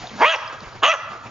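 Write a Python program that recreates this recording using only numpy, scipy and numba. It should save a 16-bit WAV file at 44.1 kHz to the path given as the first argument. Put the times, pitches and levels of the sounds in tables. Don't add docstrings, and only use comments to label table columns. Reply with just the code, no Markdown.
import sys
import numpy as np
from scipy import signal
from scipy.fft import rfft, irfft
from scipy.io import wavfile
from scipy.ndimage import uniform_filter1d
from numba import njit

SR = 44100
rng = np.random.default_rng(int(sys.argv[2]) if len(sys.argv) > 2 else 0)


def persist_wave(psi):
    counts = np.round(np.clip(psi, -1, 1) * 32767).astype(np.int16)
    wavfile.write(sys.argv[1], SR, np.atleast_2d(counts).T)


N = 57330


def amp(db):
    return 10 ** (np.asarray(db) / 20)


def unit_rms(x):
    return x / np.sqrt(np.mean(x ** 2) + 1e-20)


def at_hz(points, hz, column=1):
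    table = np.transpose(points)
    return np.interp(np.log(hz + 1), np.log(table[0] + 1), table[column])


def fader(points):
    return amp(np.interp(np.arange(N) / SR, *np.transpose(points)))


def add(mix, start_s, sound):
    part = mix[max(round(start_s * SR), 0):][:len(sound)]
    part += sound[:len(part)]


def resonate(x, hz, width_hz):
    carrier = np.exp(2j * np.pi * np.cumsum(hz * np.ones(len(x))) / SR)
    pole = np.exp(-np.pi * width_hz / SR)
    return 2 * (carrier * signal.lfilter([(1 - pole) ** 2], [1, -2 * pole, pole * pole], x / carrier)).real


# freq_hz, left_right_correlation
STEREO_LIKENESS = [(25, .55), (60, 0.28), (130, 1), (1000, 0.92), (7000, 0.58)]

def stereo_pair(a, b, hz):
    likeness = np.clip(at_hz(STEREO_LIKENESS, hz), -1, 1)[:, None]
    return np.array([a, likeness * a + np.sqrt(1 - likeness ** 2) * b])


# freq_hz, relative_level_db
WASH_SPECTRUM = [(20, -38), (55, -24.5), (120, -7.5), (190, -8.5), (400, -8), (750, -4.5), (1400, -8),
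                 (2200, -13), (4000, -21), (7000, -26)]
# time_s, level_db
WASH_FADER = [(0, -37.5), (.16, -33.5), (.45, -38), (.75, -42), (1.3, -43)]

def wash(patch_db=2.5, swell_db=4.93):
    hz, t, noise = signal.stft(rng.standard_normal((2, N)), SR, nperseg=1024, noverlap=768)
    patches = uniform_filter1d(rng.standard_normal(noise.shape[1:]), size=9, axis=0)
    patches = unit_rms(uniform_filter1d(patches, size=6, axis=1))
    swell = unit_rms(uniform_filter1d(rng.standard_normal(len(t)), size=10))
    shape = amp(at_hz(WASH_SPECTRUM, hz)[:, None] + patch_db * patches + swell_db * swell)
    waves = signal.istft(stereo_pair(*noise, hz) * shape, nperseg=1024, noverlap=768)[1][:, :N]
    return unit_rms(waves) * fader(WASH_FADER)


def rumble(mid_db=-49.5, side_db=-56.5):
    mid = amp(mid_db) * unit_rms(resonate(rng.standard_normal(N), hz=112, width_hz=55))
    side = amp(side_db) * unit_rms(resonate(rng.standard_normal(N), hz=44.4, width_hz=55))
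    return mid + np.array([side, -side])


# start_s, length_s, pitch_hz, level_db
EDGE_SLOSHES = [(-.01, 0.059, 102.6, -46.5), (0.106, 0.092, 216, -42), (0.618, 0.026, 170, -43),
                (0.652, 0.049, 60, -46), (0.752, 0.059, 121.6, -51), (1.228, 0.09, 134, -50.5)]

def sloshes():
    t, out = np.arange(N) / SR, np.zeros(N)
    for start_s, length_s, pitch_hz, level_db in EDGE_SLOSHES:
        swell = np.sin(np.pi * np.clip((t - start_s) / length_s, 0, 1))
        gulp = swell * resonate(rng.standard_normal(N), pitch_hz, width_hz=90)
        out += amp(level_db) * unit_rms(gulp) * np.sqrt(length_s * SR / N)
    return out


# time_s, level_db
SPRAY_FADER = [(0, -41), (.12, -47), (.22, -38.5), (.35, -47), (.7, -54), (1.3, -58)]

def spray(drops_per_s=9000, spread_db=3):
    strength = amp(spread_db * np.minimum(rng.exponential(1, N), 4)) * rng.choice([-1, 1], N)
    impacts = strength * (rng.random(N) < drops_per_s / SR)
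    return unit_rms(resonate(impacts, hz=3220, width_hz=6500)) * fader(SPRAY_FADER)


def bubble(pitch_hz, level_db, t60_s, attack_cycles=2.7, glide_per_s=2.3):
    t = np.arange(0, t60_s, 1 / SR)
    envelope = amp(level_db - 60 * t / t60_s) * np.minimum(t * pitch_hz / attack_cycles, 1)
    return envelope * np.sin(2 * np.pi * pitch_hz * t * (1 + glide_per_s * t / 2))


# start_s, pitch_hz, level_db, t60_s
CLEAR_DRIPS = [(.040, 716, -24, 0.06), (0.072, 3730, -19.5, 0.0071), (0.094, 3170, -29, 0.017),
               (0.477, 4910, -29, 0.035), (0.606, 4340, -26, 0.0055), (.731, 4890, -38.5, 0.023)]

def drips(droplets=70):
    out = np.zeros(N)
    for start_s, pitch_hz, level_db, t60_s in CLEAR_DRIPS:
        add(out, start_s, bubble(pitch_hz, level_db, t60_s))
    for when, pitch, strength in rng.random((droplets, 3)):
        droplet = bubble(pitch_hz=900 * 7 ** pitch, level_db=-46.5 + 10 * strength ** 2, t60_s=0.0066)
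        add(out, when * N / SR, droplet)
    return out


# freq_hz, level_db, t60_s
YARD_TAIL = [(250, -2, 0.25), (590, -20.5, 0.59), (840, -7.5, 0.45), (1300, -13.5, 0.78), (1480, -10.5, .9),
             (1880, -16, 0.59), (3000, -20.5, 0.55), (4500, -7, 0.42), (7480, -6.5, 0.15)]

def yard(dog, build_s=0.01, wall_s=0.15, wall_spread_s=0.015, wall_db=2.5):
    near = dog.copy()
    add(near, start_s=0.0083, sound=amp(-23.5) * dog)
    hz, t, noise = signal.stft(rng.standard_normal((2, N)), SR, nperseg=256)
    t60_s = at_hz(YARD_TAIL, hz, column=2)[:, None]
    echo_db = wall_db * np.exp(-((t - wall_s) / wall_spread_s) ** 2)
    decay = amp(at_hz(YARD_TAIL, hz)[:, None] + echo_db - 60 * t / t60_s)
    decay *= np.sqrt(2 * np.log(1000) / (t60_s * SR))
    tail = signal.istft(stereo_pair(*noise, hz) * decay * np.minimum(t / build_s, 1), nperseg=256)[1]
    return near + signal.fftconvolve(dog[None], tail, axes=1)[:, :N]


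def cut_below_pitch(x, cycles, pitch_ratio=0.82, steps=128):
    grid = np.arange(0, cycles[-1], 1 / steps)
    high_pass = signal.butter(10, pitch_ratio, "high", fs=steps, output="sos")
    return np.interp(cycles, grid, signal.sosfilt(high_pass, np.interp(grid, cycles, x)))


def vocal_folds(pitch_hz, roughness, pulsing, jitter=0.13, shimmer=0.3, puff_cycles=0.58):
    wobble, air, shake = rng.standard_normal((3, N))[:, :len(pitch_hz)]
    wobble = unit_rms(resonate(wobble, 0, width_hz=734))
    cycles = np.cumsum(pitch_hz * np.exp(jitter * roughness * wobble)) / SR
    pulses = sum(np.cos(2 * np.pi * k * cycles) for k in range(1, 24))
    pulses *= 1 + pulsing * np.cos(np.pi * cycles)
    pulses *= 1 + shimmer * unit_rms(resonate(shake, 0, width_hz=1000))
    puffs = (0.051 + np.exp(-(cycles % 1) / puff_cycles)) * air
    return cut_below_pitch((1 - roughness) * unit_rms(pulses) + roughness * unit_rms(puffs), cycles)


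# freq_hz, width_hz, gain_db
HEAD_FORMANTS = [(260, 104, -5), (670, 143, -2.5), (1656, 200, -6.5), (4460, 2500, -39.5)]
# freq_hz, width_hz, gain_db
MUZZLE_FORMANTS = [(2028, 330, -3.5), (3192, 130, -7)]

def vocal_tract(source, throat_hz, mouth_hz, mouth_db, rasp_db):
    throat = resonate(source, throat_hz, width_hz=332)
    mouth = resonate(source, mouth_hz, width_hz=690)
    rasp = resonate(source, 2.262 * mouth_hz, width_hz=705)
    muzzle = sum(amp(db) * resonate(source, hz, width) for hz, width, db in MUZZLE_FORMANTS)
    head = sum(amp(db) * resonate(source, hz, width) for hz, width, db in HEAD_FORMANTS)
    return throat + amp(mouth_db) * (mouth + muzzle) + amp(rasp_db) * rasp + head


# time_s, pitch_hz, level_db, roughness (0-1), pulsing (0-1), throat_hz, mouth_hz, mouth_db, rasp_db
BARK_GESTURES = [
    [(.180, 189, -47, 0.52, 0.26, 800, 1860, -20, -32.5),
     (.207, 281.6, -19, 0.54, 0.55, 920, 2103, -22, -27.5),
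     (.223, 445.1, -4, 0.41, 0, 940, 1980, -13, -31.5), (.245, 501.4, 3, 0.46, 0.1, 1020, 1990, -4, -52),
     (.262, 599.4, 2, 0.12, 0.44, 1130, 2540, -0.5, -27),
     (.298, 659.6, -1.5, 0.26, 0.47, 1566, 3030, -1.5, -28),
     (.326, 644.8, -5.5, .3, 1, 1550, 2685, -1, -13), (.347, 545.3, -5, 0.36, 0.9, 926, 2566, -1, -30.5),
     (.366, 488, -17, 0.9, 0.9, 800, 2266, -13.5, -6.5)],
    [(.819, 335.8, -37.5, 0.55, 0.2, 900, 2745, -19, -27.5),
     (.827, 390, -23.5, .6, 0.01, 1000, 2850, -13.5, -38),
     (.833, 393.8, -8, 0.44, 0.58, 1213, 3050, -10.5, -28), (.855, 543.3, -4, .42, 0.9, 1130, 2734, 1, -19),
     (.884, 615.3, -2.5, 0.42, 0.33, 1200, 2830, -3.5, -17),
     (.902, 653, 0.5, 0.07, 0.16, 1290, 2500, -5.5, -17.5),
     (.918, 675.4, -3.5, 0.27, 0.76, 1300, 2454, 6.5, -20),
     (.940, 545.8, -6, 0.36, 0.9, 1310, 2790, -12.5, -26.5),
     (.964, 493.6, -20, 0.87, .2, 1150, 2730, -18.5, -26)],
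]

def bark(gesture, fade_s=0.001, window=400):
    times, *columns = np.transpose(gesture)
    t = np.arange(times[0], times[-1], 1 / SR)
    pitch_hz, level_db, roughness, pulsing, *tract = (np.interp(t, times, c) for c in columns)
    voice = vocal_tract(vocal_folds(pitch_hz, roughness, pulsing), *tract)
    power = abs(uniform_filter1d(uniform_filter1d(voice ** 2, window), window))
    voice /= np.sqrt(power + 1e-12)
    fade = np.minimum(np.minimum(t - t[0], t[-1] - t) / fade_s, 1)
    return times[0], voice * amp(level_db) * fade


def scene():
    dog = np.zeros(N)
    for gesture in BARK_GESTURES:
        add(dog, *bark(gesture))
    return yard(dog) + wash() + rumble() + sloshes() + spray() + drips()


@njit
def follow(target, attack_s, release_s):
    out = np.zeros(len(target))
    for i in range(1, len(target)):
        gap = target[i] - out[i - 1]
        out[i] = out[i - 1] + gap / (SR * (attack_s if gap > 0 else release_s))
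    return out


def gain_control(x, threshold_db=-23.5, slope=0.67):
    power_db = 10 * np.log10(abs(uniform_filter1d((x ** 2).mean(0), size=300)) + 1e-12)
    duck_db = follow(slope * np.maximum(power_db - threshold_db, 0), attack_s=0.017, release_s=0.068)
    return x * amp(-duck_db)


# freq_hz, left_minus_right_db
PORT_BALANCE = [(60, 1.5), (120, 0.0), (240, -0.5), (480, -0.5), (960, -0.5), (1930, -2), (3860, 1),
                (7730, 2.5)]
# freq_hz, left_lead_rad
PORT_LEAD = [(0, -0.64), (150, -0.58), (550, -0.42), (1100, -.5), (2150, -0.68), (2840, -0.27),
             (5000, -0.81), (7500, -0.017)]

def record(dry, cutoff_hz=7200):
    hz = np.fft.rfftfreq(2 * N, 1 / SR)
    port = amp(at_hz(PORT_BALANCE, hz) / 2) * np.exp(1j * at_hz(PORT_LEAD, hz) / 2)
    heard = irfft(rfft(dry, 2 * N) * np.array([port, 1 / port]))[:, :N]
    low_pass = signal.firwin(301, cutoff_hz, window=("kaiser", 8), fs=SR)
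    return signal.oaconvolve(gain_control(heard), low_pass[None], "same")


dry = scene()
out = record(dry)
persist_wave(out)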